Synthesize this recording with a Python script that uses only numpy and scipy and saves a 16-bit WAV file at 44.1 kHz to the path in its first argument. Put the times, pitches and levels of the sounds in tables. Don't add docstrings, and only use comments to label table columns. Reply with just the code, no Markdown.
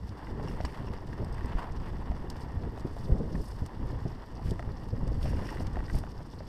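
import sys
import numpy as np
from scipy import signal
from scipy.fft import rfft, irfft, next_fast_len
from scipy.io import wavfile
from scipy.ndimage import uniform_filter1d

SR = 44100
rng = np.random.default_rng(int(sys.argv[2]) if len(sys.argv) > 2 else 0)


def dump(signal):
    limited = np.clip(np.atleast_2d(signal).T, -1, 1)
    pcm = np.round(limited * 32767).astype(np.int16)
    wavfile.write(sys.argv[1], SR, pcm)


N = 285758
TIME = np.arange(N) / SR

# time_s, level_db
PACE = [(0, -59), (.2, -49.5), (2.25, -48.5), (3.45, -52.5), (3.87, -49), (4.28, -51.5), (5.05, -52),
        (5.55, -48), (6.12, -53), (6.48, -55.5)]
CRUISE_DB = -51
# start_s, hold_s, flutter_db, rumble_db
GUSTS = [(-.02, .13, -50.5, -39.5), (0.31, 0.12, -35.5, -51), (0.8, 0.11, -41.5, -38),
         (1.182, 0.052, -33.5, -36), (2.535, .14, -39.5, -35.5), (3.083, 0.13, -33.5, -32),
         (3.31, 0.09, -37, -33.5), (3.791, 0.064, -40, -33.5), (4.439, 0.064, -41.5, -31.5),
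         (4.655, 0.024, -40, -29), (4.975, 0.22, -35.5, -30), (5.205, 0.2, -38.5, -30),
         (5.573, 0.27, -43, -37), (5.919, 0.055, -38, -27)]
# middle_s, length_s
LULLS = [(.21, 0.095), (0.756, 0.023), (.99, 0.037), (3.7, 0.065), (4.25, 0.081)]
# freq_hz, gain_db
RUMBLE_EQ = [(12, -1), (55, -0.5), (95, -4), (160, -14), (2500, -110)]
FLUTTER_EQ = [(50, -17), (120, 1), (220, -2), (350, -8), (520, -12.5), (900, -32), (9000, -100)]
HARSH_EQ = [(300, 7), (850, 1.5), (9000, -81)]

# middle_s, level_db, length_s, gravel_share (0 leaves, 1 gravel)
SWISHES = [(0.517, -62.5, 0.13, 0.78), (0.712, -61, 0.27, 0.89), (1.524, -59.5, 0.21, 1),
           (1.595, -59.5, 0.032, 0.89), (1.878, -59, 0.076, 0.96), (2.424, -65, 0.056, 0.097),
           (3.01, -69.5, 0.34, .05), (3.456, -64, 0.3, 0.02), (4.482, -58.5, 0.098, 0.65),
           (5.228, -65, 0.051, 0.055), (5.28, -59.5, 0.11, 0.6), (5.475, -57.5, 0.34, 0.82),
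           (5.615, -63, 0.041, 0.14), (5.956, -57.5, 0.11, 0.22)]
# freq_hz, gain_db
LEAF_EQ = [(1000, -15), (3000, 2), (5200, 10), (7000, 3), (10000, 2.5), (15000, -7)]
GRAVEL_EQ = [(600, -23), (1700, 19), (2800, 7), (4000, 2), (14000, -27)]
# freq_hz, gain_db
ROAR_EQ = [(100, -19), (300, 5.5), (550, -2), (950, 3.5), (1400, -8.5), (1900, -9.5), (2400, -20.5),
           (3500, -25), (6000, -45.5)]
GRIT_EQ = [(800, -23), (2700, 1), (5400, 6), (6700, -2), (9000, -6), (12500, -11), (15000, -15)]
SCRUB_EQ = [(300, 6), (1000, 15), (1400, 4), (2900, -13.5), (15000, -39)]
# start_s, level_db, hold_s
SKID = (1.566, -39.5, 0.052)

# start_s, level_db
STONE_HITS = [(0.27, -42), (0.65, -37), (1.13, -43), (1.382, -42), (1.409, -42), (1.445, -45), (3.354, -42),
              (5.49, -37.5), (5.571, -41), (5.757, -42), (5.79, -44), (5.804, -44), (5.882, -43),
              (5.899, -35.5)]
# start_s, relative_level_db, relative_brightness_db
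CLICKS = [(0.092, -56.5, -13), (0.6096, -51.5, -32), (0.651, -45, -6), (0.936, -56.5, -20), (2.301, -45, 2),
          (3.6622, -52.5, 8), (4.5087, -48.5, 0), (5.0767, -55.5, -7), (5.229, -49.5, -16),
          (5.6687, -50.5, -16), (5.987, -50, 5)]
# freq_hz, gain_db
PEBBLE_EQ = [(400, -5.5), (1100, 14), (1900, 3), (2800, -4.5), (14000, -33)]
CLICK_EQ = [(400, -68), (2000, 1.5), (5500, 11.5), (15500, -8)]

# start_s, level_db
SHIFT_PINGS = [(1.246, -53), (1.326, -57), (1.344, -57), (1.38, -63), (1.458, -53)]
# start_s, level_db, decay_s
JANGLES = [(0.476, -51.5, 0.015), (0.65, -49.5, 0.012), (0.868, -57, 0.02), (5.255, -60.5, 0.14),
           (5.452, -57, 0.06)]
# start_s, relative_level_db, pitch_hz
CHAIN_KNOCKS = [(.397, -36, 635), (0.475, -34.5, 910), (.604, -33, 720), (0.6487, -32, 953),
                (.936, -36, 905), (2.118, -36, 700), (2.636, -35.5, 690), (2.776, -35, 750),
                (2.966, -38.5, 700), (4.055, -46, 654), (4.394, -39, 770), (4.594, -31, 690),
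                (5.256, -33.5, 608), (5.332, -35, 520), (5.605, -34.5, 693), (5.769, -29.5, 708),
                (5.946, -35, 660), (6.037, -38.5, 690), (6.074, -39, 914), (6.205, -40.5, 690),
                (6.405, -37.5, 620)]
# pitch_ratio, gain_db, t60_s (for a 700 Hz knock)
FRAME_MODES = [(.87, 0, 0.076), (0.998, 8.5, 0.031), (1.27, -2, 0.056)]
# start_s, level_db, pitch_hz
BUMPS = [(0.317, -23, 51.3), (0.64, -20.5, 64.4), (0.803, -23, 131), (0.904, -20.5, 61),
         (1.218, -22.5, 115), (1.443, -20, 58.6), (1.55, -16.5, 33.8), (2.099, -17.5, 56),
         (2.847, -19, 130), (3.12, -11.5, 51), (3.62, -14.5, 71.5), (3.925, -24, 184), (4.053, -17, 130),
         (4.515, -20.5, 167), (4.928, -15.5, 106), (5.946, -18, 55)]
# centre_hz, width_hz, lift_db
CASE_RESONANCES = [(1840, 380, 3), (2884, 500, 5.5), (3496, 420, 4.5), (4636, 810, 6), (5380, 950, 5),
                   (8450, 1900, 6), (12200, 3000, 5.5)]


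def amp(db):
    return 10 ** (np.asarray(db) / 20)


def unit_rms(x):
    return x / np.sqrt(np.mean(x ** 2) + 1e-20)


def add(mix, start_s, sound):
    part = mix[max(round(start_s * SR), 0):][:len(sound)]
    part += sound[:len(part)]


def curve_db(points, hz):
    freqs, db = np.transpose(points)
    return np.interp(np.log(hz + 1), np.log(freqs), db)


def colour(x, gain_db, size=8192):
    log_gain = np.log(amp(gain_db(abs(np.fft.fftfreq(size, 1 / SR)))))
    taps = np.fft.ifft(np.exp(np.conj(signal.hilbert(log_gain)))).real
    return signal.fftconvolve(x, taps[:size // 2])[:len(x)]


def shaped(x, points):
    return unit_rms(colour(x, lambda hz: curve_db(points, hz)))


def steadied(x, window_s):
    return x / np.sqrt(abs(uniform_filter1d(x ** 2, int(window_s * SR) + 1)) + 1e-9)


def wander(hz):
    size = next_fast_len(N, real=True)
    lowpass = np.exp(-np.minimum(np.fft.rfftfreq(size, 1 / SR) / hz, 10) ** 2)
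    return unit_rms(irfft(rfft(rng.standard_normal(size)) * lowpass, size)[:N])


def swell(middle_s, length_s):
    return 1 / (1 + (2 * (TIME - middle_s) / length_s) ** 2) ** 2


def surge(start_s, hold_s, rise_s=0.018, fall_s=0.043):
    age = TIME - start_s
    return np.clip(age / rise_s, 0, 1) * np.exp(-np.maximum(age - hold_s, 0) / fall_s)


def grains(per_s, spread_db):
    size = amp(spread_db * np.minimum(rng.exponential(1, N), 4))
    return unit_rms(size * rng.choice([-1, 1], N) * (rng.random(N) < per_s / SR))


def scatter(sounds, per_s, spread_db):
    return sum(signal.oaconvolve(grains(per_s / len(sounds), spread_db), hit)[:N] for hit in sounds)


def crackle(per_s):
    out, t = np.zeros(N), TIME[:SR // 100]
    pitches_hz = np.geomspace(1500, 14000, 14)
    for hz in pitches_hz:
        tick = hz * np.sin(2 * np.pi * hz * t) * amp(-60 * t * hz / 12)
        snaps = grains(per_s / len(pitches_hz), spread_db=3) * amp(2.5 * wander(40))
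        out += signal.oaconvolve(snaps, tick)[:N]
    return unit_rms(out)


def struck(pitches_hz, t60_s, detune):
    t = TIME[:SR // 10]
    modes = sum(np.sin(2 * np.pi * hz * (1 + detune * rng.uniform(-1.16, 1)) * t) for hz in pitches_hz)
    return modes * amp(-60 * t / t60_s)


def shaking():
    return steadied(shaped(rng.standard_normal(N), RUMBLE_EQ), 0.114) * amp(2.0 * wander(9.5))


def buffeting(eq):
    eddies = rng.standard_normal(N) * amp(3.2 * wander(53))
    return steadied(shaped(eddies, eq), 0.061) * amp(1.7 * wander(6.9) - 1.5)


def wind(pace_db, flutter_db=-45, rumble_db=-39.5, harsh_db=-68.5, lull_db=-10):
    flutter = amp(flutter_db + 0.69 * pace_db)
    rumble = amp(rumble_db + 0.96 * pace_db)
    for start_s, hold_s, gust_flutter_db, gust_rumble_db in GUSTS:
        gust = surge(start_s, hold_s)
        flutter = np.hypot(flutter, amp(gust_flutter_db) * gust)
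        rumble = np.hypot(rumble, amp(gust_rumble_db) * gust)
    harsh = amp(harsh_db) * (flutter / amp(flutter_db)) ** 2
    calm = amp(lull_db * sum(swell(middle_s, length_s) for middle_s, length_s in LULLS))
    return calm * (flutter * buffeting(FLUTTER_EQ) + harsh * buffeting(HARSH_EQ) + rumble * shaking())


def swishes():
    fizz = (crackle(per_s=6000) + rng.standard_normal(N)) * amp(2 * wander(70))
    rasp = (crackle(per_s=3000) + grains(per_s=3000, spread_db=3)) * amp(3 * wander(70))
    leaves = steadied(shaped(fizz, LEAF_EQ), .08)
    gravel = steadied(shaped(rasp, GRAVEL_EQ), .08)
    out = np.zeros(N)
    for middle_s, db, length_s, gravel_share in SWISHES:
        blend = np.sqrt(1 - gravel_share) * leaves + np.sqrt(gravel_share) * gravel
        out += amp(db) * swell(middle_s, length_s) * blend
    return out


def grit(level_db):
    sand = crackle(per_s=2000) * amp(4.65 * wander(36))
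    pawl_hz = 56 * (1 + .02 * wander(3))
    pawls = np.diff(np.floor(np.cumsum(pawl_hz) / SR), prepend=0)
    hiss = rng.standard_normal(N)
    freehub = unit_rms(pawls * amp(2 * wander(20)))
    return shaped(sand + hiss + .4 * freehub, GRIT_EQ) * amp(level_db)


def tyres(level_db):
    tread = (grains(per_s=700, spread_db=3.0) + rng.standard_normal(N)) * amp(1.73 * wander(27))
    return shaped(tread, ROAR_EQ) * amp(level_db)


def skid():
    start_s, db, hold_s = SKID
    slips = (grains(per_s=820, spread_db=2.5) + .5 * rng.standard_normal(N)) * amp(2.6 * wander(69))
    return steadied(shaped(slips, SCRUB_EQ), 0.066) * amp(db) * surge(start_s, hold_s)


def pebbles(stray_db=-68.5, spray_db=-0.5):
    t = TIME[:SR // 30]
    clacks = [unit_rms(rng.standard_normal(len(t))) * amp(-60 * t / 0.034) for _ in range(8)]
    clatter = scatter(clacks, per_s=55, spread_db=2.5)
    patches = sum(amp(db) * gravel_share * swell(middle_s, 1.6 * length_s)
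                  for middle_s, db, length_s, gravel_share in SWISHES)
    return shaped(clatter, PEBBLE_EQ) * (amp(stray_db) + amp(spray_db) * patches)


def stones(tube_hz=(1090, 1670, 1970), t60_s=0.03):
    out = np.zeros(N)
    for start_s, db in STONE_HITS:
        ring = struck(tube_hz, t60_s, detune=.07)
        clack = shaped(rng.standard_normal(len(ring)), PEBBLE_EQ) * amp(-60 * TIME[:len(ring)] / t60_s)
        add(out, start_s, amp(db) * (.5 * clack + 0.66 * ring))
    return out


def clicks():
    out, t = np.zeros(N), TIME[:SR // 10]
    crack, splinter = amp(-60 * t / .011), amp(-60 * t / .05)
    for start_s, db, brightness in CLICKS:
        tilt = [(2400, -.35 * brightness), (5500, 0), (11000, 0.58 * brightness)]
        snap = rng.standard_normal(len(t)) * (crack + splinter / 4)
        snap = colour(snap, lambda hz: curve_db(tilt, hz))
        add(out, start_s, amp(db - 15.5) * shaped(snap, CLICK_EQ))
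    return out


def gear_pings(sprocket_hz=(5000, 5250, 8270), t60_s=0.028):
    out = np.zeros(N)
    for start_s, db in SHIFT_PINGS:
        ring = struck(sprocket_hz, t60_s, detune=.02)
        fade = amp(-60 * TIME[:len(ring)] / (.5 * t60_s))
        scrape = shaped(rng.standard_normal(len(ring)), CLICK_EQ) * fade
        add(out, start_s, amp(db) * (.5 * ring + 0.89 * scrape))
    return out


def chain_jangles(link_hz=(2510, 2830, 5300)):
    links = [struck(link_hz, t60_s=0.014, detune=.06) for _ in range(8)]
    collisions = scatter(links, per_s=240, spread_db=4)
    thrown = sum(amp(db) * (TIME >= start_s) * np.exp(-abs(TIME - start_s) / decay_s)
                 for start_s, db, decay_s in JANGLES)
    return steadied(collisions, .03) * thrown


def chain_knocks(rise_s=0.00037, rebound_s=.027):
    out, t = np.zeros(N), TIME[:SR // 8]
    for start_s, db, hz in CHAIN_KNOCKS:
        age = t * hz / 700
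        ring = sum(amp(mode_db - 60 * age / t60_s) * np.sin(2 * np.pi * (hz * ratio * t + rng.random()))
                   for ratio, mode_db, t60_s in FRAME_MODES)
        blow = rng.standard_normal(len(t)) * amp(-60 * t / 0.013)
        rattle = 0.26 * shaped(blow, [(200, 8.0), (1900, -9.0), (3000, -26.0), (15000, -51)])
        add(out, start_s, amp(db - 7.0) * (ring * (1 - np.exp(-t / rise_s)) + rattle))
        add(out, start_s + rebound_s * rng.uniform(0.64, 1.7), amp(db - 13.5) * rattle)
    return out


def bumps(ring_cycles=5, rise_s=0.0014):
    out, t = np.zeros(N), TIME[:SR // 5]
    for start_s, db, hz in BUMPS:
        swing = np.sin(2 * np.pi * hz * t) * amp(-60 * t * hz / ring_cycles)
        shudder = shaped(rng.standard_normal(len(t)), FLUTTER_EQ) * amp(-60 * t / 0.1)
        add(out, start_s, amp(db) * (swing + hz / 380 * shudder) * (1 - np.exp(-t / rise_s)))
    return out


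def scene():
    tyre_db = np.interp(TIME, *np.transpose(PACE))
    bed = wind(pace_db=tyre_db - CRUISE_DB) + tyres(tyre_db) + grit(level_db=-70)
    bike = bumps() + chain_knocks() + clicks() + gear_pings() + chain_jangles()
    trail = skid() + pebbles() + stones() + swishes()
    return (bed + trail + bike)[None]


def record(dry):
    def case_db(hz):
        return sum(lift_db * np.exp(-(2 * (hz - centre_hz) / width_hz) ** 2)
                   for centre_hz, width_hz, lift_db in CASE_RESONANCES)

    lowpass = signal.firwin(511, cutoff=15400, window=("kaiser", 9), fs=SR)
    return signal.oaconvolve(colour(dry[0], case_db), lowpass, "same")[None]


dry = scene()
out = record(dry)
dump(out)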